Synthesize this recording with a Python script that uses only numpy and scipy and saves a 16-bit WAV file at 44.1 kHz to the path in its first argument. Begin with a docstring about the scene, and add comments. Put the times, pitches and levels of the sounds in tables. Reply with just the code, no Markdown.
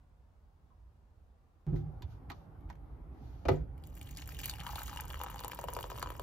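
"""Pouring water into a mug

A hushed room gives way at once to a kitchen with a low rumble: low thuds on the floor and under a kettle's knock,
light clicks and rustles, made of filtered noise and dying modes. Water then pours into a ceramic mug: grains of noise
spatter on the bare bottom, then decaying sines plop as cavities that widen further while the water deepens. All but
the clear bubbles and deep glugs ring the mug and its air column; a close pair of microphone ports hears the pour."""
import sys
import numpy as np
from scipy import signal
from scipy.fft import rfft, irfft, next_fast_len
from scipy.io import wavfile
from scipy.ndimage import uniform_filter1d

SR = 44100
rng = np.random.default_rng(int(sys.argv[2]) if len(sys.argv) > 2 else 0)


def field_ratio(decibels):
    """Amplitude ratio for a level in dB (20 dB per decade); scalars and array-likes work."""
    return 10 ** (np.asarray(decibels, dtype=float) / 20)


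def generate_wav(signal):
    """Clip the signal to [-1, 1] and save it as 16-bit WAV at the path in sys.argv[1]."""
    frames = np.transpose(np.atleast_2d(signal))
    scaled = np.clip(frames, -1, 1) * 32767
    pcm = np.round(scaled).astype(np.int16)
    wavfile.write(sys.argv[1], SR, pcm)


N = 274335

KITCHEN_S = 1.667  # the hush ends and the kitchen begins
HUSH_DB, KITCHEN_DB = -60.5, -54  # background levels
# Noise of the hushed room. Each row: frequency in Hz, relative density in dB per Hz.
HUSH_TONE = [(15, -25), (25, -8), (60, -1.5), (90, -7), (103, -15.5), (153, -17.5), (184, -25.5),
             (228, -22), (290, -28.5), (679, -30.5), (755, -28.5), (1190, -34), (2080, -45.5),
             (13400, -60.5), (14500, -61)]
# Noise of the kitchen. Each row: frequency in Hz, relative density in dB per Hz.
KITCHEN_TONE = [(59, -26), (100, -0.5), (209, -18), (281, -15.5), (457, -23), (682, -26), (791, -20),
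                (977, -28.5), (1340, -32), (1590, -38.5), (2220, -43.5), (2690, -49.5), (7410, -63.5),
                (13100, -55.5), (15500, -79)]
# Course of the low rumble of the kitchen floor. Each row: time in seconds, level in dB.
RUMBLE_LEVEL = [(1.67, -42.5), (1.95, -50), (2.3, -51.5), (2.48, -63.5), (2.57, -50.5), (3.04, -48.5),
                (3.13, -56.5), (3.3, -49), (3.7, -48), (4.3, -49.5), (4.7, -47.5), (5.0, -46.5), (5.5, -55),
                (6.22, -48)]
# Colour of the rumble. Each row: frequency in Hz, relative density in dB per Hz.
RUMBLE_TONE = [(15, -18.5), (25, 2), (38, -15.5), (59, 7.5), (119, -13), (150, -8), (206, -35.5),
               (272, -15.5), (350, -34.5), (460, -61.5), (770, -120)]
# Likeness of the room noise in the two channels. Each row: frequency in Hz, correlation from 0 to 1.
ROOM_SAME = [(60, 0.93), (180, 0.87), (550, 0.45), (1650, 0.028), (4970, 0.23), (15000, 0.08)]
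# Balance of the room noise. Each row: frequency in Hz, left minus right in dB.
ROOM_TILT = [(60, -2), (240, -2.5), (950, 0), (3770, 2), (15000, -0.5)]
# Low thuds: on the floor, and under the kettle's knock.
# Each row: start in seconds, level in dB, push frequency in Hz, push share from 0 to 1.
THUDS = [(1.666, -26, 152, 0.2), (1.722, -23, 159.6, 0.27), (1.865, -35, 144, 0.67),
         (2.008, -49, 335, 0.68), (2.029, -54, 325, 0.73), (2.033, -33, 83, 0.95), (2.305, -47, 306, 0.77),
         (2.842, -65, 207, 0.3), (3.209, -42, 250, 0.48), (3.461, -25, 68.6, 0.58),
         (3.5, -19.5, 97.6, 0.62), (3.599, -29.5, 57.5, 0.75)]
# Modes of the floorboards. Each row: frequency in Hz, relative level in dB, 60 dB decay time in seconds.
FLOORBOARDS = [(51.4, -7.5, 0.31), (110.6, -11.5, 0.63), (144.9, -2.5, 0.24), (152.8, -4, 0.38),
               (270, -16, 0.13), (359.9, -7.5, 0.1), (335, -20, 0.11), (401.6, -14, 0.12),
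               (542, -25, 0.062), (808, -30, 0.087)]
# Light clicks. Each row: start in seconds, level in dB before CLICK_TONE, centre in Hz,
# 60 dB decay time in seconds, left minus right in dB.
CLICKS = [(1.757, -55.5, 1556, 0.12, 3), (2.021, -45, 4060, 0.021, -2), (2.023, -54, 2380, .04, -1),
          (2.294, -57, 2000, 0.022, 1.5), (2.3, -39, 1770, 0.02, -11), (2.303, -52.5, 794, 0.024, 14.5),
          (2.308, -51, 2200, 0.048, 3), (2.317, -43, 3630, 0.0098, -7), (2.608, -67.5, 12900, 0.0125, 4.5),
          (2.692, -58, 1800, 0.0154, 1.5), (2.7, -48.5, 968, 0.0115, -14), (2.7, -50, 1600, 0.034, 5),
          (2.727, -58, 1990, 0.0145, 1), (2.754, -61, 2200, 0.012, 10), (3.518, -48.5, 1600, 0.31, 4)]
# Narrow pings. Each row: start in seconds, level in dB before CLICK_TONE, centre in Hz,
# 60 dB decay time in seconds, left minus right in dB.
PINGS = [(0.702, -65, 1080, 0.1, -1), (2.022, -56, 920, 0.034, -0.5), (2.3015, -48, 770, 0.023, 2),
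         (2.305, -44.5, 1170, 0.062, 1), (2.7, -55, 950, 0.046, -6), (2.548, -67, 1380, 0.17, 4.5),
         (3.557, -62, 6740, 0.125, 22)]
# How sharp sounds reach the microphone. Each row: frequency in Hz, gain in dB.
CLICK_TONE = [(200, -8), (800, 2), (6500, -7.5), (8600, -14.5), (10500, -13), (13200, 3.5), (16000, -24)]
# Rustles of things being moved. Each row: start, swell and fade in seconds, peak level in dB.
RUSTLES = [(1.666, 0.0096, 0.46, -83), (1.75, 0.011, 0.065, -67.5), (2.06, 0.059, 0.067, -71.5),
           (2.336, 0.0078, 0.12, -73), (3.121, 0.13, 0.78, -74)]
# Colour of the rustles. Each row: frequency in Hz, relative density in dB per Hz.
RUSTLE_TONE = [(880, -10.5), (1500, -6.5), (2380, -13), (2890, -10.5), (3500, -10.5), (6490, -15.5),
               (8250, -33.5), (13100, -15.5), (15000, -54)]
# Knocks of the kettle on its stand. Each row: start in seconds, level in dB, treble emphasis in dB,
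# length of the blow in seconds, freedom of the stand as a factor on its decay times.
KNOCKS = [(3.453, -28, -3, 0.0028, 0.3), (3.4845, -22, 4, 0.00088, 0.38), (3.488, -14, -5, 0.00069, 0.67),
          (3.501, -30.5, -11.5, 0.0025, 0.56), (3.514, -31.5, -0.5, 0.003, .7),
          (3.522, -32.5, -18, 0.0024, 0.79), (3.538, -35.5, -21, 0.0036, 0.92),
          (3.562, -37, -18.5, 0.002, 0.95)]
# Modes of the stand. Each row: frequency in Hz, relative level in dB, 60 dB decay time in seconds when free.
STAND = [(269, -12.5, 0.12), (396, -9, 0.11), (548, 3, 0.026), (600, -11.5, 0.0167), (673, 5.5, 0.027),
         (830, -1, 0.031), (1000, -19, 0.022), (1260, 0, 0.029), (1600, -15, 0.018), (2000, -6.5, 0.026),
         (2070, -15, 0.02), (2333, -5, 0.024), (2800, -16, 0.01)]
# Noise of the impact. Each row: frequency in Hz, relative density in dB per Hz.
CRACK_TONE = [(180, -17.5), (300, -6.5), (1310, -16.5), (1790, -40), (2280, -33), (2730, -25.5),
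              (6620, -40.5), (8600, -56), (12500, -37.5), (15000, -74)]
# Balance of the knocks. Each row: frequency in Hz, left minus right in dB.
HANDS_TILT = [(60, 5), (110, -3), (200, -8), (380, -5), (700, -1), (1290, 8), (2380, 4), (4400, 13.5),
              (8120, 10), (15000, -2)]
# Reverberation of the kitchen. Each row: frequency in Hz, 60 dB decay time in seconds.
KITCHEN_TAIL = [(250, 0.36), (660, 0.14), (1740, 0.068), (4590, 0.09), (10000, 0.035)]
# The stream thickens, then the deepening water muffles the spatter.
# Each row: time in seconds, spatter level and gurgle level in dB, both before the mug's resonances.
STREAM = [(3.77, -80, -84), (3.84, -68, -82), (3.9, -69, -92), (4.0, -61, -75), (4.16, -60.5, -89),
          (4.18, -54.5, -69), (4.25, -61.5, -87), (4.3, -52, -78), (4.38, -56.5, -83), (4.395, -43, -82),
          (4.47, -46, -69.5), (4.56, -56.5, -64), (4.63, -52, -58), (4.82, -46.5, -57.5),
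          (5.05, -59, -62.5), (5.25, -56.5, -64), (5.6, -58, -65), (5.93, -57, -66.5), (6.22, -64, -69)]
# Colour of the spatter. Each row: frequency in Hz, relative density in dB per Hz.
SPATTER_TONE = [(900, -11.5), (1500, -12), (2200, -12.5), (3000, -14), (4800, -8), (7000, -15.5),
                (9000, -8), (11000, -6.5), (13500, -0.5), (15300, -4), (15800, -11), (16200, -40)]
# Sharpest drops on the surface. Each row: start in seconds, level in dB before SPATTER_TONE, centre in Hz.
DROPS = [(3.779, -43.5, 2370), (3.838, -36.5, 3560), (3.975, -35.5, 2370), (4.026, -42, 3000),
         (3.871, -35.5, 13400), (3.952, -37, 12800), (4.013, -29, 2360), (4.091, -34.5, 2190),
         (4.116, -46, 14100), (4.127, -44, 3500), (4.149, -36.5, 5000), (4.171, -24.5, 5100),
         (4.182, -34, 6360), (4.219, -31, 4500), (4.258, -36, 6500), (4.275, -30, 12900),
         (4.346, -31, 2970), (4.389, -27.5, 3000), (4.442, -25, 2590), (4.457, -14, 13700),
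         (4.478, -23, 12500), (4.496, -15, 3850), (4.511, -26, 3260), (4.537, -25.5, 2630),
         (4.602, -25, 2890), (4.665, -25, 2560), (4.712, -35, 4730), (4.756, -22, 3520),
         (4.832, -23.5, 13000), (4.879, -25.5, 3040), (4.926, -36, 13000), (4.935, -35, 12500),
         (4.96, -30, 6000), (5.053, -33, 13000), (5.09, -41, 12500), (5.126, -32, 13000),
         (5.175, -39, 13000), (5.213, -36, 13000), (5.343, -37, 7000), (5.403, -27, 13000),
         (5.446, -23, 7100), (4.972, -22, 2435), (5.007, -21.5, 11800), (5.102, -27, 3100),
         (5.12, -36, 13000), (5.235, -21.5, 13460), (5.302, -28, 12100), (5.357, -35, 12000),
         (5.392, -24.5, 3440), (5.436, -28, 3170), (5.48, -23.5, 13570), (5.547, -26.5, 12800),
         (5.612, -28, 7240), (5.735, -20.5, 10700), (5.517, -29, 12500), (5.589, -33, 13000),
         (5.64, -29, 13000), (5.685, -36, 12500), (5.767, -32, 12500), (5.789, -34, 13000),
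         (5.8, -32, 12000), (5.808, -30, 13000), (5.828, -26.5, 3170), (5.9, -34, 12500),
         (5.977, -31, 13000), (5.995, -28, 13000), (6.103, -30.5, 13000), (6.165, -38, 13000),
         (6.196, -30, 13000), (5.962, -31, 3000), (5.984, -29, 3050), (6.026, -18.5, 4600)]
# Distinct plops of air pockets closing under the surface. Each row: start in seconds, level in dB before
# the mug's resonances, nominal pitch in Hz.
PLOPS = [(4.223, -30, 2360), (4.29, -34, 1460), (4.305, -47.5, 2300), (4.354, -41, 2200),
         (4.434, -23.5, 2520), (4.533, -38, 830), (4.596, -29.5, 2350), (4.585, -36, 1500),
         (4.611, -26, 1910), (4.666, -22, 1720), (4.818, -26.5, 1460), (4.93, -29, 1150),
         (4.961, -33.5, 900), (4.99, -33.5, 1000), (5.0, -24.5, 1690), (5.018, -42, 896),
         (5.043, -35.5, 890), (5.055, -38, 1000), (5.109, -31.5, 1180), (5.133, -31, 1700),
         (5.143, -25.5, 1360), (5.157, -33.5, 1600), (5.172, -38, 1110), (5.202, -30, 1040),
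         (5.214, -21.5, 1050), (5.242, -29.5, 950), (5.263, -26.5, 1170), (5.236, -27, 1216),
         (5.269, -32, 964), (5.278, -40, 1000), (5.284, -31, 1300), (5.299, -32, 1160), (5.316, -36, 1220),
         (5.328, -38, 1110), (5.344, -32.5, 960), (5.37, -39, 945), (5.396, -39, 1240), (5.36, -32, 955),
         (5.409, -35, 965), (5.438, -31, 1393), (5.446, -25.5, 930), (5.457, -32.5, 870),
         (5.481, -35, 1050), (5.498, -35, 1000), (5.518, -24.5, 2130), (5.533, -30.5, 1040),
         (5.56, -43, 1000), (5.59, -28.5, 819), (5.617, -37.5, 1000), (5.634, -38.5, 1300),
         (5.64, -28, 780), (5.685, -24.5, 950), (5.73, -35, 1000), (5.741, -42, 660), (5.766, -24.5, 880),
         (5.695, -38.5, 1600), (5.789, -27.5, 1000), (5.808, -32.5, 990), (5.841, -28, 1000),
         (5.853, -40, 970), (5.863, -41, 950), (5.9, -33, 1280), (5.903, -34.5, 932), (5.917, -28.5, 903),
         (5.943, -43, 950), (5.957, -37, 906), (5.977, -35, 1000), (5.985, -37, 1000), (5.996, -37.5, 1000),
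         (6.018, -30, 1500), (6.028, -22.5, 1050), (6.038, -36, 1120), (6.06, -31, 1050),
         (6.072, -31.5, 1050), (6.089, -38, 1380), (6.103, -28.5, 1050), (6.119, -37, 890),
         (6.152, -37, 1240), (6.196, -28.5, 796)]
# Bubbles that ring clearly. Each row: start in seconds, level in dB, starting pitch in Hz.
BUBBLES = [(4.181, -39.5, 1970), (4.188, -36, 2670), (4.397, -36, 2800), (4.402, -32, 2640),
           (4.448, -32.5, 2350), (4.461, -42, 826), (4.623, -42, 882), (4.636, -42, 1081),
           (4.65, -38, 1250), (4.672, -32, 1050), (4.679, -40, 1240), (4.692, -30.5, 1100),
           (4.719, -43, 1120), (4.733, -33, 840), (4.759, -31.5, 835), (4.782, -29.5, 1220),
           (4.789, -35, 1290), (4.808, -36.5, 800), (4.844, -54, 850), (4.882, -36, 1220),
           (4.895, -36, 1096), (4.914, -39.5, 808), (4.935, -52, 1062)]
# Modes of the mug and its air. Each row: frequency in Hz, bandwidth in Hz, gain in dB.
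MUG = [(1050, 150, -1.5), (1260, 240, -9), (1625, 280, -4.5), (2350, 92, -4), (2890, 183, 0),
       (3170, 680, -4.5), (4460, 66, -4), (7020, 606, 7)]
# Balance of the pour at the ports. Each row: frequency in Hz, left minus right in dB.
PORT_TILT = [(300, 0), (950, 5), (2400, 2.5), (6000, 3.5), (15000, -0.5)]
# Phase between the ports. Each row: frequency in Hz, radians by which left leads at a lead factor of 1.
PORT_LEAD = [(100, 0), (950, .1), (2150, .9), (3800, 1.7), (5200, 1.5), (6200, -1.4), (7580, -2.6),
             (10100, -3.9), (13000, -6.1), (16400, -6.5)]

POUR_S = STREAM[0][0]  # the water arrives
# the hollow dug by the jet grows louder until HOLLOW_S, when it has this pitch and gain; it sinks throughout
HOLLOW_S, HOLLOW_HZ, SINK_HZ_PER_S, HOLLOW_DB, GROW_DB_PER_S = 5.63, 466, 117, 17, 17


def evened(x):
    """Normalisation: equal mean power, at rms 1."""
    return x / np.sqrt(np.mean(x ** 2) + 1e-20)


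def read(points, hz):
    """Spectral interpolation along a logarithmic frequency axis."""
    f, value = np.transpose(points)[:2]
    return np.interp(np.log(hz + 1), np.log(f + 1), value)


def curve(rows, axis=1):
    """Linear interpolation in time of one column of a table."""
    rows = np.array(rows)
    return np.interp(np.arange(N) / SR, rows[:, 0], rows[:, axis])


def add(mix, s, sound):
    """Superposition: pressures sum from time s onward."""
    part = mix[..., round(s * SR):][..., :sound.shape[-1]]
    part += sound[..., :part.shape[-1]]


def sides(db, tilt_db):
    """Level difference between the channels: left and right gains about a mean of db."""
    return field_ratio(db + np.array([[tilt_db / 2], [-tilt_db / 2]]))


def drift(size):
    """Slow random fluctuation of rms 1: noise averaged twice over size samples."""
    return evened(uniform_filter1d(uniform_filter1d(rng.standard_normal(N), size), size))


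def colour(x, points):
    """Minimum-phase filtering: a causal response follows from its log-magnitude spectrum."""
    hz = abs(np.fft.fftfreq(4096, 1 / SR))
    log_gain = np.log(field_ratio(np.maximum(read(points, hz), -100)))
    taps = np.fft.ifft(np.exp(np.conj(signal.hilbert(log_gain)))).real[:2048]
    return signal.oaconvolve(x, taps)[:len(x)]


def resonate(x, hz, width):
    """Resonance of unit gain by heterodyne: shift hz down to zero, smooth, shift back."""
    turn = np.exp(2j * np.pi * np.cumsum(hz * np.ones(len(x))) / SR)
    r = np.exp(-np.pi * width / SR)
    return 2 * (turn * signal.lfilter([1 - r], [1, -r], x / turn)).real


def burst(hz, t60, spread, rise):
    """Transient noise: a band around hz swells briefly and decays exponentially, peak 1."""
    t = np.arange(min(SR // 8, round(SR * max(1.5 * t60, 0.045)))) / SR
    puff = resonate(rng.standard_normal(len(t)), hz, spread * hz)
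    puff = resonate(puff, hz, 2 * spread * hz)
    puff = puff * field_ratio(-60 * t / t60) * (1 - np.exp(-t / rise))
    return puff / abs(puff).max()


def ring(modes, blur, rough, uneven_db, detune):
    """Modal vibration: a ragged blow of about blur seconds excites decaying modes, peak 1."""
    t = np.arange(SR // 2) / SR
    sound = np.zeros(len(t))
    for hz, db, t60 in modes:
        # each blow lands elsewhere and wakes the modes differently
        luck_db, luck_hz = rng.uniform(-1.1, 1, 2)
        decay = field_ratio(db + uneven_db * luck_db - 60 * t / t60)
        tone = decay * np.sin(2 * np.pi * hz * (1 + detune * luck_hz) * t)
        ragged = rng.standard_normal(2000) * (t * np.exp(-t / blur))[:2000]
        rattle = signal.fftconvolve(tone, ragged / np.linalg.norm(ragged))[:len(t)]
        sound += tone * (1 - np.exp(-t / blur)) ** 2 + rough * rattle
    return sound / abs(sound).max()


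def pocket(hz, cycles, fall):
    """Bubble resonance: enclosed air rings a few cycles, its pitch falling by the share fall as it widens."""
    t = np.arange(SR // 25) / SR
    turns = np.cumsum(hz * (1 - fall + fall * np.exp(-t * hz / 1.93))) / SR
    onset = 1 - np.exp(-turns / 0.5)  # in cycles
    return np.sin(2 * np.pi * turns) * np.exp(-turns / cycles) * onset


def pockets(low_hz, high_hz, count, cycles):
    """Bubble sizes in geometric series; most slide up in pitch as they rise."""
    glides = rng.uniform(-0.18, 0.012, size=count)
    return [pocket(hz, cycles, g) for hz, g in zip(np.geomspace(low_hz, high_hz, num=count), glides)]


def scatter(per_s, spread_db, clump_db, templates):
    """Random point process: grains of several kinds come in clumps and a few are large."""
    size_db = spread_db * np.minimum(rng.exponential(1, N), 3.5) + clump_db * drift(500)
    size = field_ratio(size_db) * (rng.random(N) < per_s / SR)
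    kind = rng.integers(0, len(templates), N)
    return evened(sum(signal.oaconvolve(size * (kind == k), g)[:N] for k, g in enumerate(templates)))


def ports(x, tilt, lead):
    """Spaced reception: two microphone ports hear a source with different phase and colour."""
    size = next_fast_len(N)
    hz = np.fft.rfftfreq(size, 1 / SR)
    half = field_ratio(read(tilt, hz) / 2) * np.exp(0.5j * lead * read(PORT_LEAD, hz))
    return irfft(rfft(x, size) * np.array([half, 1 / half]), size)[:, :N]


def air(points, patchy_db, size=2048):
    """Partly coherent room noise: random short-time spectra with drifting patches, in two channels."""
    frames, hz = 4 * N // size + 5, np.fft.rfftfreq(size, 1 / SR)
    a, b, c, d, patches = rng.standard_normal((frames, len(hz), 5)).T
    patches = evened(uniform_filter1d(uniform_filter1d(patches, size=8, axis=0), size=8, axis=1))
    same = read(ROOM_SAME, hz)[:, None]
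    left = a + 1j * b
    right = same * left + np.sqrt(1 - same ** 2) * (c + 1j * d)
    tilt_db = read(ROOM_TILT, hz)[:, None] / 2
    gain_db = read(points, hz)[:, None] + patchy_db * patches + np.array([tilt_db, -tilt_db])
    z = np.array([left, right]) * field_ratio(gain_db)
    return evened(signal.istft(z, nperseg=size, noverlap=3 * size // 4)[1][:, :N])


def backgrounds():
    """Random noise: the hush yields to kitchen, rumble and a wavering hum, under a faint high whine."""
    hum = resonate(rng.standard_normal(N), 49.2, width=10.3)
    hum = sides(0, -2.4) * evened(resonate(hum, 49.2, width=33))
    rumble = field_ratio(curve(RUMBLE_LEVEL)) * (air(RUMBLE_TONE, patchy_db=1.5, size=4096) + 0.96 * hum)
    kitchen = rumble + field_ratio(KITCHEN_DB) * air(KITCHEN_TONE, patchy_db=2.0)
    hush = field_ratio(HUSH_DB) * air(HUSH_TONE, patchy_db=1.5, size=4096)
    whine = field_ratio(-104) * evened(resonate(rng.standard_normal(N), 12800, width=65))
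    return whine + np.where(np.arange(N) / SR > KITCHEN_S, kitchen, hush)


def thuds():
    """Impact on a plate, also under the kettle's knock: a low push, ringing boards and a rough scuff."""
    out, t = np.zeros((2, N)), np.arange(SR // 2) / SR
    for s, db, hz, share in THUDS:
        push = np.sin(2 * np.pi * hz * t) * hz * t * np.exp(1 - hz * t)
        boards = ring(FLOORBOARDS, blur=0.0096, rough=0.22, uneven_db=1.5, detune=0.02)
        add(out, s, sides(db, -3.6) * (share * push + (1 - share) * boards))
        scuff = burst(790, t60=0.21, spread=0.77, rise=0.0072)
        add(out, s, field_ratio(db - 27.5) * (1 - share) * scuff)
    return out


def clicks():
    """Short contacts: damped noise bands with a bright edge, and narrow bands that ping."""
    out = np.zeros((2, N))
    for s, db, hz, t60, tilt_db in CLICKS:
        click = burst(hz, t60, spread=0.53, rise=0.0022)
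        add(click, 0, burst(3460, 0.68 * t60, spread=1.9, rise=0.00087))  # bright edge
        add(out, s, sides(db, tilt_db) * click)
    for s, db, hz, t60, tilt_db in PINGS:
        add(out, s, sides(db, tilt_db) * burst(hz, t60, spread=0.12, rise=0.0003))
    return np.array([colour(v, CLICK_TONE) for v in out])


def rustles():
    """Friction noise: independent coloured noise on each side swells and fades."""
    out, t = np.zeros((2, N)), np.arange(SR // 2) / SR  # each is cut at half a second
    for s, swell, fade, db in RUSTLES:
        noise = np.array([evened(colour(v, RUSTLE_TONE)) for v in rng.standard_normal((2, len(t)))])
        from_peak = np.maximum(1 - t / swell, (t - swell) / fade)
        shape = field_ratio(db - 13.5 * from_peak) * (t < swell + fade)
        add(out, s, shape * noise)
    return out


def kettle_knocks():
    """Impact of two bodies: a broadband crack and the modes of the stand, damped by how freely it rings."""
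    out, t = np.zeros(N), np.arange(SR // 2) / SR
    for s, db, treble_db, blur, free in KNOCKS:
        crack = evened(colour(rng.standard_normal(len(t)), CRACK_TONE))
        crack = crack * field_ratio(-60 * t / 0.035) * (1 - np.exp(-t / 0.000065))
        # the emphasis tilts the modes by half its value per octave
        stand = [(hz, mode_db + treble_db * np.log2(hz / 270) / 2, t60 * free) for hz, mode_db, t60 in STAND]
        body = ring(stand, blur, rough=0.15, uneven_db=1.0, detune=0.008)
        add(out, s, field_ratio(db) * (0.3 * field_ratio(treble_db) * crack + 0.85 * body))
    return ports(out, HANDS_TILT, lead=0.16)


def spatter():
    """Impact noise of a broken jet: specks, smooth hiss and broad splashes, landing in quick spurts."""
    specks = [burst(hz, t60=0.0036, spread=0.1, rise=0.00072)[:500]
              for hz in np.geomspace(1800, 15000, num=14)]
    sprays = [burst(hz, t60=0.0022, spread=0.57, rise=0.0011)[:500]
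              for hz in np.geomspace(5000, 13000, num=6)]
    grains = scatter(per_s=3200, spread_db=6.5, clump_db=3.0, templates=specks)
    grains += 0.55 * rng.standard_normal(N)  # hiss
    grains += 0.6 * scatter(per_s=300, spread_db=9.0, clump_db=-1.5, templates=sprays)
    spurts = field_ratio(3.0 * drift(200))
    return field_ratio(curve(STREAM)) * evened(colour(grains * spurts, SPATTER_TONE))


def gurgle():
    """Entrained air: a dense random train of small ringing bubbles."""
    small = [p[:900] for p in pockets(820, 3000, count=14, cycles=3.0)]
    return field_ratio(curve(STREAM, axis=2)) * scatter(per_s=1400, spread_db=4.0, clump_db=2.0, templates=small)


def drops():
    """Surface impact: each sharp drop is a short noise band with a bright companion."""
    out = np.zeros(N)
    for s, db, hz in DROPS:
        drop = burst(hz, t60=0.0096, spread=0.438, rise=0.00086)
        drop += 0.88 * burst(9476, t60=0.0054, spread=0.35, rise=0.0028)
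        add(out, s, field_ratio(db) * drop)
    return colour(out, SPATTER_TONE)


def plops():
    """Cavity resonance: closing air pockets widen and fall in pitch further as the water deepens."""
    out = np.zeros(N)
    for s, db, hz in PLOPS:
        fall = np.clip(0.395 * (s - POUR_S) - 0.1, 0.05, 0.68)
        snap = 0.24 * burst(2860, t60=0.0088, spread=1.0, rise=0.00036)[:SR // 25]  # the surface snaps shut
        add(out, s, field_ratio(db) * (pocket(hz / (1 - 0.53 * fall), 0.95, fall) + snap))
    return out


def clear_bubbles():
    """Bubble resonance: single bubbles ring clearly and slide up as they rise."""
    out = np.zeros(N)
    for s, db, hz in BUBBLES:
        add(out, s, field_ratio(db) * pocket(hz, cycles=2.0, fall=-0.08))
    return out


def glugs(growth_db):
    """Large bubbles resonate low: soft ones roll in the deep water, growing with the hollow."""
    big = pockets(297, 625, count=10, cycles=3.2)
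    return field_ratio(-64.5 + growth_db) * scatter(per_s=150, spread_db=3.5, clump_db=2.0, templates=big)


def hollow(source, growth_db):
    """Cavity resonance: the hollow dug by the jet sinks in pitch, shifted by the moving surface."""
    steady_hz = HOLLOW_HZ - SINK_HZ_PER_S * (np.arange(N) / SR - HOLLOW_S)
    return field_ratio(HOLLOW_DB + growth_db) * resonate(source, steady_hz * (1 + 0.026 * drift(900)), width=120)


def air_column(water, poured):
    """Column resonance: the air above the water shortens and its pitch climbs as the mug fills."""
    empty_hz, fill_per_s = 766, 0.093  # share of the mug's depth filled each second
    column_hz = empty_hz / (1 - fill_per_s * np.maximum(poured, 0))
    return field_ratio(7.0) * resonate(water, column_hz * (1 + 0.052 * drift(900)), width=108)


def pour():
    """Source and resonator: spatter and air pockets, heard direct and through the mug and its air."""
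    t = np.arange(N) / SR
    flowing = np.clip((t - POUR_S) / 0.0072, 0, 1)
    growth_db = -GROW_DB_PER_S * np.maximum(HOLLOW_S - t, 0)
    surface = flowing * (spatter() + gurgle()) + drops()
    cavities = plops()
    water = surface + cavities
    modes = sum(field_ratio(db) * resonate(water, hz, width) for hz, width, db in MUG)
    mug = air_column(water, t - POUR_S) + hollow(cavities + 0.3 * surface, growth_db) + modes
    return 0.28 * water + mug + clear_bubbles() + flowing * glugs(growth_db)


def reverb(x):
    """Diffuse decay: sparse taps of random sign, each band dying at its own speed, separate for each side."""
    taps = np.zeros((2, SR // 2))
    at = np.arange(100, SR // 2 - 20, 20)
    at = at + rng.integers(0, 20, (2, len(at)))
    np.put_along_axis(taps, at, rng.choice([-1., 1.], at.shape), axis=1)
    hz, t, z = signal.stft(taps, SR, nperseg=256)
    t60 = read(KITCHEN_TAIL, hz)[:, None]
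    tail = signal.istft(z * field_ratio(-60 * t / t60), SR, nperseg=256)[1]
    return signal.fftconvolve(x[None], tail / np.linalg.norm(tail[0]), axes=1)[:, :N]


def scene():
    """Superposition of backgrounds, handling and pour, with the kitchen's echo above the bass."""
    hands = thuds() + clicks() + rustles() + kettle_knocks()
    water = pour()
    sent = field_ratio(-3.0) * hands.mean(0) + field_ratio(-9.0) * water
    sent = signal.sosfilt(signal.butter(2, 380, "high", fs=SR, output="sos"), sent)
    return backgrounds() + hands + ports(water, PORT_TILT, lead=0.9704) + reverb(sent)


def roll_off(x):
    """The treble ends steeply here."""
    return signal.sosfilt(signal.butter(12, 16810, fs=SR, output="sos"), x)


def record(dry):
    """Band limitation: little passes below 36 Hz or above 16 kHz."""
    heard = signal.sosfilt(signal.butter(2, 36, "high", fs=SR, output="sos"), dry)
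    heard = signal.sosfilt(signal.butter(8, 16000, fs=SR, output="sos"), heard)
    return roll_off(heard)


dry = scene()
out = record(dry)
generate_wav(out)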